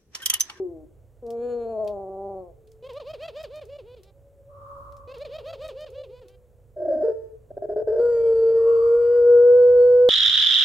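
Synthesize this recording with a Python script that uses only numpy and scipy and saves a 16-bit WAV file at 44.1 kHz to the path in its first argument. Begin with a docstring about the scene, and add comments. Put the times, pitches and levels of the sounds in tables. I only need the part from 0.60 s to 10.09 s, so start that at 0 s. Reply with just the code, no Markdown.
"""Over a low rumble and faint hiss, a close caged dove gives two falling moans: harmonics swept through its crop.
From 2.2 s the same bouncing, buzzy laugh comes twice, while farther birds call as soft tones and echoing noise.
Past 6 s two beating voices rasp through a hoarse note, then a stutter that opens into one long coo, nearly
pure and ever steadier. Ticks of noise from the cage are scattered through the moans and both laughs."""
import sys
import numpy as np
from scipy import signal
from scipy.fft import rfft, irfft, next_fast_len
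from scipy.io import wavfile
from scipy.ndimage import map_coordinates

SR = 44100
rng = np.random.default_rng(int(sys.argv[2]) if len(sys.argv) > 2 else 0)


def transcribe(u):
    """Save the signal u as a 16-bit wav file named by the first command-line argument.

    u: samples, shape (n,) or (channels, n), limited to [-1, 1]; the rate is SR.
    q: integer samples, one column per channel.
    """
    v = np.clip(np.atleast_2d(u).T, -1, 1)
    q = np.round(v * 32767).astype(np.int16)
    wavfile.write(sys.argv[1], SR, q)


N = 418509
TIME = np.arange(N) / SR
TOP_HZ = 15800  # band limit

# Slow rise and fall of the rumble: time_s, level_db
RUMBLE_LEVEL = [(.2, -54.5), (3.7, -55.5), (4.2, -50.5), (5.7, -56), (6.8, -54), (7.3, -50), (9.4, -48.5)]
# Spectrum of the outdoor rumble: frequency_hz, gain_db
RUMBLE = [(25, -17.5), (42, -1), (100, -1), (135, -6.5), (170, -20), (280, -23.5), (700, -35.5),
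          (1500, -67)]
# Spectrum of the faint hiss: frequency_hz, gain_db
HISS = [(250, 10.5), (500, 29), (900, 9), (2000, -0.5), (5000, -9), (7500, -2), (10000, -5.5),
        (15000, -4.5)]
# Decay of the room tail: frequency_hz, t60_s
ROOM = [(500, 0.59), (8000, 0.019)]

# A farther dove, one list per coo: time_s, pitch_hz, level_db
FAR_COOS = [
    [(1.9, 438, -56.5), (2.3, 442, -55)],
    [(3.45, 558, -66.5), (4.1, 562, -46.5), (4.4, 560.6, -54.5), (4.9, 540.4, -48), (5.42, 517.6, -45.5),
     (6.12, 478, -69.5)],
]
# Echoing cries: start_s, end_s, level_db
FAR_CRIES = [(3.881, 4.251, -44.5), (7.901, 8.27, -42.5)]
# Spectrum of a cry: frequency_hz, gain_db
CRY = [(750, -24), (1000, -10.5), (1130, 6), (1350, -13.5), (1900, -47)]

# Ticks of beak and claws: start_s, level_db, body_db (low part relative to level_db)
TICKS = [(0.6646, -51, -10), (0.7043, -42, -10.5), (1.2458, -50.5, -21), (1.276, -45.5, 1.5),
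         (2.073, -55.5, -7), (2.1173, -51, -14), (2.3329, -50, -8.5), (2.8298, -43, -12.5),
         (2.9582, -46.5, -15.5), (3.053, -50.5, -16.5), (3.4332, -48.5, -6.5)]
LAUGH_TICKS_FROM_S = 2  # later ticks belong to the laugh and come again with it

# Pitch and effort of the moans, one list per moan: time_s, pitch_hz, effort_db
MOANS = [
    [(0, 194.3, -19.5), (.13, 165.4, -31), (.255, 150.3, -37.5)],
    [(.625, 246, -41), (.69, 229, -33), (.89, 244.5, -31), (1.02, 234.5, -31.5), (1.2, 214.4, -29.5),
     (1.46, 190.1, -32.5), (1.69, 197.2, -31), (1.79, 189, -31.5), (1.92, 163, -54.5)],
]
# Gain of all harmonics but the second, one per moan: gain_db
MOAN_OVERTONE_DB = [-22.5, -0.5]
# Resonances of the swollen crop: centre_hz, half_width_hz, gain_db
CROP = [(252, 28, -10), (376.4, 78, -8), (484, 40.5, 1.5), (635.7, 26.4, 4), (784, 31, -8.5),
        (875, 40, -22.5), (1040, 77, -25)]
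# Throat colour of the moan's buzz: frequency_hz, gain_db
MOAN_BUZZ = [(1400, 3), (1700, 1), (2000, -20), (2420, -1.5), (2900, -10.5), (3950, -12.5), (4330, 5),
             (4750, -41), (6200, -38), (7000, -3), (8200, -30), (9300, -9.5), (10500, -31)]
MOAN_BUZZ_DB, MOAN_BUZZ_HZ = -27, 246.6  # buzz over effort, at this pitch
MOAN_BUZZ_DB_PER_HZ = 0.46  # growth of the buzz with pitch
MOAN_BUZZ_RISE_S = 0.21  # the buzz comes in late

# Notes of the laugh: catch_s, top_hz, level_db, buzz_db
LAUGH = [(2.284, 545, -39, -47.5), (2.393, 610, -36, -46), (2.528, 640, -36.5, -43), (2.673, 672, -37, -41),
         (2.83, 640, -37.5, -42.5), (3.006, 626, -40.5, -49), (3.179, 592, -41, -53.5),
         (3.358, 505, -47.5, -60.5), (3.516, 395, -64.5, -68.5)]
# Delay of each laugh: delay_s
LAUGH_DELAYS = [0, 2.2498]
# Throat colour of the laugh's buzz and air: frequency_hz, gain_db
LAUGH_BUZZ = [(900, 4), (1250, -2), (1550, -7.5), (1850, -7.5), (2100, -9), (2550, 0), (3200, -1),
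              (4500, -6), (5100, -12), (5600, -20), (7000, -22.5), (9000, -30.5), (15000, -31)]
LAUGH_START_S, LAUGH_END_S = 2.223, LAUGH[-1][0]
FALL_S, FIRST_FALL_S = .057, .044  # from a catch to the next note; shorter at the outset
DIP_HZ, FIRST_DIP_HZ = 359.5, 472  # where each fall lands; higher at the outset
SETTLE_S = 0.23  # time constant of both as the laugh goes on
JUMP_RATIO, JUMP_LOSS_PER_S = 1.14, .12  # pitch ratio across a catch, and how it shrinks
SWOOP_S, DROP_S, CATCH_S = .031, .036, 0.0067  # time scales of the rise, the fall and the closure
LAUGH_AIR_DB, FALL_AIR_DB = -17, 4.5  # air against buzz; more of it after the catch

# The growl swells, breaks to its low voice and sighs out: time_s, low_voice_hz, low_voice_db, high_voice_db
GROWL = [(6.164, 385.4, -46, -37), (6.29, 329.6, -36, -24), (6.428, 324.5, -38.5, -23.5),
         (6.438, 454, -19.5, -36), (6.509, 444.2, -22.5, -30.5), (6.53, 447.6, -32, -53),
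         (6.73, 441.2, -45.5, -66), (6.801, 428, -69.5, -84)]
# Stuttered syllables: start_s, end_s, level_db
STUTTER = [(6.906, 6.917, -38.5), (6.97, 6.981, -33.5), (7.022, 7.058, -31.5), (7.09, 7.14, -29.5),
           (7.162, 7.227, -26.5), (7.273, 7.402, -23.5)]
# Throat colour of the rasp: frequency_hz, gain_db
RASP = [(700, -3.5), (900, 4.5), (1150, -16.5), (1600, 4), (1800, -10.5), (2100, -23), (4000, -31),
        (5000, -17), (5900, -28.5), (7500, -23), (12000, -35)]
HIGH_VOICE_HZ = 613.5  # the upper side of the syrinx in hoarse sounds
ROUGH_LOW, ROUGH_HIGH = 0.29, .65  # roughness (0-1) when the low or the high voice leads
CLEAN_UNDER_DB = -28  # the low voice alone clears as it fades under this level
STUTTER_HZ, STUTTER_RISE_HZ_PER_S = 394.3, 130  # the low voice climbs toward the coo
STUTTER_HIGH_DB, STUTTER_HIGH_DB_PER_S = 8, -44.5  # the high voice against the low one, giving way
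STUTTER_HIGH_MIN_DB = -9  # the high voice never quite stops
KICK_DB, KICK_S = 4.5, .008  # each syllable bursts open
STUTTER_LEAK_DB = -22.5  # what still sounds between syllables

# Pitch and level of the long coo: time_s, pitch_hz, level_db
COO = [(7.39, 457.7, -20), (7.42, 475.9, -18), (7.49, 477.8, -17.5), (7.53, 469.9, -20.5),
       (7.71, 453.3, -17.5), (8.04, 457.6, -16.5), (8.09, 461.3, -16), (8.21, 460.2, -18),
       (8.34, 471.6, -14.5), (8.43, 473.5, -18), (8.51, 480.5, -17.5), (8.71, 478.8, -12.5),
       (8.94, 489.8, -12), (9.47, 491.8, -12.5)]
# Throat colour of the coo's thin overtones and air: frequency_hz, gain_db
COO_BUZZ = [(1850, -2.5), (2350, -5), (3250, -9), (3750, -26), (4550, 5), (5600, -20.5), (7600, -2),
            (9000, -21.5), (14000, -35)]
# Spectrum of the husky noise around the tone: frequency_hz, gain_db
COO_HUSK = [(100, -29), (190, -10), (300, -20), (460, -5), (580, 9.5), (720, -23.5), (1500, -23),
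            (2500, -61)]
COO_RING_HZ, COO_RING_WIDTH_HZ, COO_RING_DB = 1442, 50, -32.5  # a resonance that lifts the third harmonic
COO_ROUGH_START, COO_STEADY_S = 0.49, .9  # roughness (0-1) and the time constant of its decay
COO_BUZZ_DB, COO_BUZZ_DB_PER_S = -60.5, -2.5  # thin overtones, slowly fading


def amp(db):
    """Decibels to gain."""
    return 10 ** (np.asarray(db) / 20)


def unit(x):
    """Scale to rms 1."""
    return x / np.sqrt(np.mean(x ** 2) + 1e-20)


def along(points, hz):
    """Read (frequency_hz, value) points on a log axis."""
    f, v = np.transpose(points)
    return np.interp(np.log(hz + 1), np.log(f), v)


def curves(rows, t):
    """Each column after the time, read at times t."""
    s, *cols = np.transpose(rows)
    return [np.interp(t, s, c) for c in cols]


def gate(t, start, end, edge):
    """1 from start to end, with soft edges."""
    return (np.tanh((t - start) / edge) - np.tanh((t - end) / edge)) / 2


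def span(start, end):
    """Sample indices around a call, with 50 ms to spare on either side."""
    return np.flatnonzero((TIME > start - .05) & (TIME < end + .05))


def wobble(t, rate):
    """A smooth random curve, rate knots a second."""
    at = (t - t[0]) * rate
    knots = rng.standard_normal(int(at[-1]) + 4)
    return map_coordinates(knots, [at + 1])


def cycle(hz):
    """Phase of an oscillator that follows hz."""
    return 2 * np.pi * np.cumsum(hz) / SR


def filtered(x, response):
    """x times a response of frequency."""
    m = next_fast_len(N + SR // 2)
    return irfft(rfft(x, m) * response(np.fft.rfftfreq(m, 1 / SR)), m)[..., :N]


def noise(spectrum, width):
    """Coloured stereo noise of rms 1; width is side over mid."""
    white = rng.standard_normal((2, N))
    mid, side = filtered(white, lambda hz: amp(along(spectrum, hz)))
    return unit(np.array([mid + width * side, mid - width * side]))


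def resonance(hz, centre_hz, half_width_hz):
    """Gain of a steep resonance: 1 at its centre, half at half_width_hz away."""
    return 1 / (1 + ((hz - centre_hz) / half_width_hz) ** 2)


def buzz(phase, hz, throat, order, count):
    """Harmonics order to count - 1, shaped by the throat, at rms 1; each swells and fades on its own."""
    t = TIME[:len(phase)]
    total = 0
    for k in range(order, count):
        drift_db = 3 * wobble(t, 9)
        level = amp(along(throat, k * hz) + drift_db) * (k * hz < TOP_HZ)
        total = total + level * np.sin(k * phase + rng.uniform(0, 2 * np.pi))
    return unit(total)


def background():
    """Low outdoor rumble whose level drifts, and a faint steady hiss, both of filtered noise."""
    rumble_db, = curves(RUMBLE_LEVEL, TIME)
    rumble = amp(rumble_db) * noise(RUMBLE, .38) * amp([[-1.5], [1.5]])  # leans right
    return rumble + amp(-65) * noise(HISS, 0.16)


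def room(x):
    """A short diffuse tail, different at each ear: noise that decays faster in the treble."""
    hz, t, z = signal.stft(rng.standard_normal((2, SR // 2)), SR, nperseg=256)
    decay = amp(-60 * t / along(ROOM, hz)[:, None])
    tail = signal.istft(z * decay, SR, nperseg=256)[1]
    return signal.fftconvolve(x[None], tail / np.linalg.norm(tail[0]), axes=1)[:, :N]


def far_birds():
    """Soft held coos of another dove as wavering sines, and two cries blurred by echo into noise."""
    out = np.zeros((2, N))
    for rows in FAR_COOS:
        start, end = rows[0][0], rows[-1][0]
        i = span(start, end)
        t = TIME[i]
        hz, db = curves(rows, t)
        level = np.sqrt(2) * amp(db + 2.7 * wobble(t, 29.86))
        tone = np.sin(cycle(hz * (1 + 0.014 * wobble(t, 60))))
        out[:, i] += level * tone * gate(t, start, end, 0.0146)
    for start, end, db in FAR_CRIES:
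        rise = np.clip((TIME - start) / 0.23, 0, 1)
        echo_db = -45 * np.maximum(TIME - end, 0)
        out += rise * amp(db + echo_db) * noise(CRY, 1.0)
    return out


def ticks():
    """Beak and claws tick lightly in the cage: dying noise, low and high; each laugh brings the same ticks."""
    low, high = np.zeros(N), np.zeros(N)
    for s, db, body_db in TICKS:
        for delay in LAUGH_DELAYS if s > LAUGH_TICKS_FROM_S else [0]:
            i = span(s + delay, s + delay + .05)
            age = TIME[i] - s - delay
            snap = amp(-60 * np.abs(age) / 0.019)  # seconds to fall 60 dB
            ring = amp(-7 - 60 * np.abs(age) / 0.13)
            fade = (age > 0) * (snap + ring)
            high[i] += amp(db - 10.5) * fade
            low[i] += amp(db + body_db - 4.0) * fade
    body = noise([(1000, -25.0), (2400, -6.5), (4500, -2), (6500, -19.5)], .3)
    click = noise([(3000, -22.0), (5200, 1), (15000, -8.5)], 0.44)
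    return low * body + high * click


def moans():
    """The syrinx beats at about half the coo's pitch; harmonics swell as they slide through crop resonances."""
    out = np.zeros(N)
    for rows, overtone_db in zip(MOANS, MOAN_OVERTONE_DB):
        start, end = rows[0][0], rows[-1][0]
        i = span(start, end)
        t = TIME[i]
        hz, effort_db = curves(rows, t)
        phase = cycle(hz * (1 + 0.012 * wobble(t, 150) + 0.0037 * wobble(t, 25)))
        voice = 0
        for k in range(1, 8):
            power = sum((amp(db) * resonance(k * hz, centre, width)) ** 2 for centre, width, db in CROP)
            flutter = amp(overtone_db * (k != 2) + 1.2 * wobble(t, 66))
            voice = voice + np.sqrt(2 * power) * flutter * np.sin(k * phase)
        press = np.clip((t - start) / MOAN_BUZZ_RISE_S, 0, 1) ** 2
        buzz_db = MOAN_BUZZ_DB + MOAN_BUZZ_DB_PER_HZ * (hz - MOAN_BUZZ_HZ) + 1.5 * wobble(t, 30)
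        voice += press * amp(buzz_db) * buzz(phase, hz, MOAN_BUZZ, order=5, count=46)
        out[i] += amp(effort_db) * voice * gate(t, start, end, 0.0022)
    return out


def laugh_notes():
    """Rows time_s, pitch_hz, level_db, buzz_db, air_db: each note swoops up, catches and drops into the next."""
    rows, start, low_hz = [], LAUGH_START_S, FIRST_DIP_HZ
    for catch, top_hz, db, buzz_db in LAUGH:
        age = catch - LAUGH_START_S
        fresh = np.exp(-age / SETTLE_S)
        end = catch + FALL_S + (FIRST_FALL_S - FALL_S) * fresh
        next_hz = DIP_HZ + (FIRST_DIP_HZ - DIP_HZ) * fresh
        after_hz = top_hz * (JUMP_RATIO - JUMP_LOSS_PER_S * age)
        s = np.linspace(start, end, 60, endpoint=False)
        rising = s < catch
        slack = np.exp(-np.where(rising, (s - start) / SWOOP_S, (end - s) / DROP_S) ** 2)
        climb = 0.59 * slack + 0.18 * (catch - s) / (catch - start)  # a fast swoop, then a slow creep upward
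        rise_hz = top_hz + (low_hz - top_hz) * climb
        fall_hz = after_hz + (next_hz - after_hz) * slack
        hz = np.where(rising, rise_hz, fall_hz)
        closed = np.exp(-((s - catch) / CATCH_S) ** 4)
        sag = np.log2(top_hz / hz).clip(0)  # octaves under the top of the note
        level_db = db - 24 * sag ** 2 - 2.3 * slack - 18 * closed
        bright_db = buzz_db - 27 * sag - 5 * slack - 17 * closed + 3 * ~rising
        air_db = bright_db + LAUGH_AIR_DB + FALL_AIR_DB * ~rising
        rows += list(zip(s, hz, level_db, bright_db, air_db))
        start, low_hz = end, next_hz
    return rows


def laugh(delay):
    """A run of bouncing notes; buzz and rushing air grow as the pitch climbs."""
    i = span(LAUGH_START_S + delay, LAUGH_END_S + delay)
    t = TIME[i] - delay
    hz, db, buzz_db, air_db = curves(laugh_notes(), t)
    phase = cycle(hz * (1 + .009 * wobble(t, 400) + .004 * wobble(t, 60)))
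    flutter = amp(1.6 * wobble(t, 80))
    voice = np.sqrt(2) * amp(db) * flutter * np.sin(phase)
    voice += amp(buzz_db - 1.5) * flutter * buzz(phase, hz, LAUGH_BUZZ, order=2, count=30)
    voice += amp(air_db) * noise(LAUGH_BUZZ, 0)[0, i] * (1 + np.sin(phase))  # chopped each cycle
    out = np.zeros(N)
    out[i] = voice * gate(t, LAUGH_START_S + 0.0024, LAUGH_END_S, 0.00074)
    return out


def two_voices(t, low_hz, low_db, high_db):
    """Both sides of the syrinx as one complex tone; the more the high side leads, the rougher."""
    high_share = amp(high_db) / (amp(low_db) + amp(high_db))
    low_rough = ROUGH_LOW * np.tanh(amp(low_db - CLEAN_UNDER_DB))
    rough = low_rough * (1 - high_share) + ROUGH_HIGH * high_share
    pair = 0
    for hz, db in (low_hz, low_db), (HIGH_VOICE_HZ, high_db):
        phase = cycle(hz * (1 + 0.061 * rough * wobble(t, 120))) + rng.uniform(0, 2 * np.pi)
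        shake = 1 + 0.8 * rough * (wobble(t, 150.66) + 1j * wobble(t, 150))
        pair = pair + amp(db) * shake * np.exp(1j * phase)
    return np.sqrt(2) * pair


def growl():
    """One hoarse note that swells on the high voice and breaks to the low one."""
    start, end = GROWL[0][0], GROWL[-1][0]
    i = span(start, end)
    t = TIME[i]
    out = np.zeros(N, complex)
    out[i] = two_voices(t, *curves(GROWL, t)) * gate(t, start, end, 0.0027)
    return out


def stutter():
    """Ever longer syllables, mostly growing louder, in which the low voice climbs and takes over."""
    first, last = STUTTER[0][0], STUTTER[-1][1]
    i = span(first, last)
    t = TIME[i]
    _, between_db = curves(STUTTER, t)
    opening = amp(STUTTER_LEAK_DB + between_db) * gate(t, first, last, .0015)
    for start, end, db in STUTTER:
        kick_db = KICK_DB * np.exp(-np.abs(t - start) / KICK_S)
        opening += amp(db + kick_db) * gate(t, start, end, .0014)
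    high_db = np.maximum(STUTTER_HIGH_DB + STUTTER_HIGH_DB_PER_S * (t - first), STUTTER_HIGH_MIN_DB)
    pair = two_voices(t, STUTTER_HZ + STUTTER_RISE_HZ_PER_S * (t - first), 0, high_db)
    out = np.zeros(N, complex)
    out[i] = opening * pair / np.hypot(1, amp(high_db))  # same power however the voices share it
    return out


def hoarse():
    """The two sides of the syrinx beat against each other; their uneven closures rasp in the throat."""
    pair = growl() + stutter()
    i = span(GROWL[0][0], STUTTER[-1][1])
    rasp = np.zeros(N)
    angle = np.angle(pair[i])
    rasp[i] = np.abs(pair[i]) * sum(np.cos(k * angle) for k in range(2, 18))
    return pair.real + amp(-34.5) * filtered(rasp, lambda hz: amp(along(RASP, hz)))


def coo():
    """A nearly pure tone from the swollen crop; it steadies as it grows."""
    start = COO[0][0]
    i = span(start, N / SR)
    t = TIME[i]
    hz, db = curves(COO, t)
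    rough = COO_ROUGH_START * np.exp(-(t - start) / COO_STEADY_S)
    buzz_db = COO_BUZZ_DB + COO_BUZZ_DB_PER_S * (t - start)
    phase = cycle(hz * (1 + 0.0028 * wobble(t, 22))) + 0.2 * rough * wobble(t, 110)
    second = amp(-42.0 + 21 * rough)
    ring = resonance(3 * hz, COO_RING_HZ, COO_RING_WIDTH_HZ)
    third = amp(COO_RING_DB + 12 * rough + wobble(t, 25)) * ring
    tone = np.sin(phase) + second * np.sin(2 * phase) + third * np.sin(3 * phase)
    voice = np.sqrt(2) * amp(db) * tone
    voice += amp(buzz_db + 1.4 * wobble(t, 40)) * buzz(phase, hz, COO_BUZZ, order=4, count=24)
    voice += amp(buzz_db - 6.5) * noise(COO_BUZZ, 0)[0, i]  # air
    voice += amp(db - 13) * rough * noise(COO_HUSK, 0)[0, i]
    flutter = 1 + 0.33 * rough * wobble(t, 90) + 0.054 * wobble(t, 22)
    out = np.zeros(N)
    out[i] = voice * flutter * gate(t, start + .004, np.inf, .002)
    return out


def scene():
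    """The dove sits near the middle; its hoarse notes and coo reach the right ear a moment sooner."""
    moan, rasping, held = moans(), hoarse(), coo()
    laughs = sum(laugh(delay) for delay in LAUGH_DELAYS)
    lead_s = np.array([[-1], [1]]) * 2.5e-5  # left, right
    song = filtered(rasping + held, lambda hz: np.exp(2j * np.pi * hz * lead_s)) * amp([[.4], [-.4]])
    direct = moan * amp([[1.1], [-1.1]]) + laughs + song
    reflected = amp(-18) * moan + amp(-23) * laughs + amp(-16) * rasping + amp(-25) * held
    return direct + room(reflected) + far_birds() + ticks() + background()


def record(dry):
    """Nothing is kept above the band limit."""
    return filtered(dry, lambda hz: hz < TOP_HZ)


dry = scene()
out = record(dry)
transcribe(out)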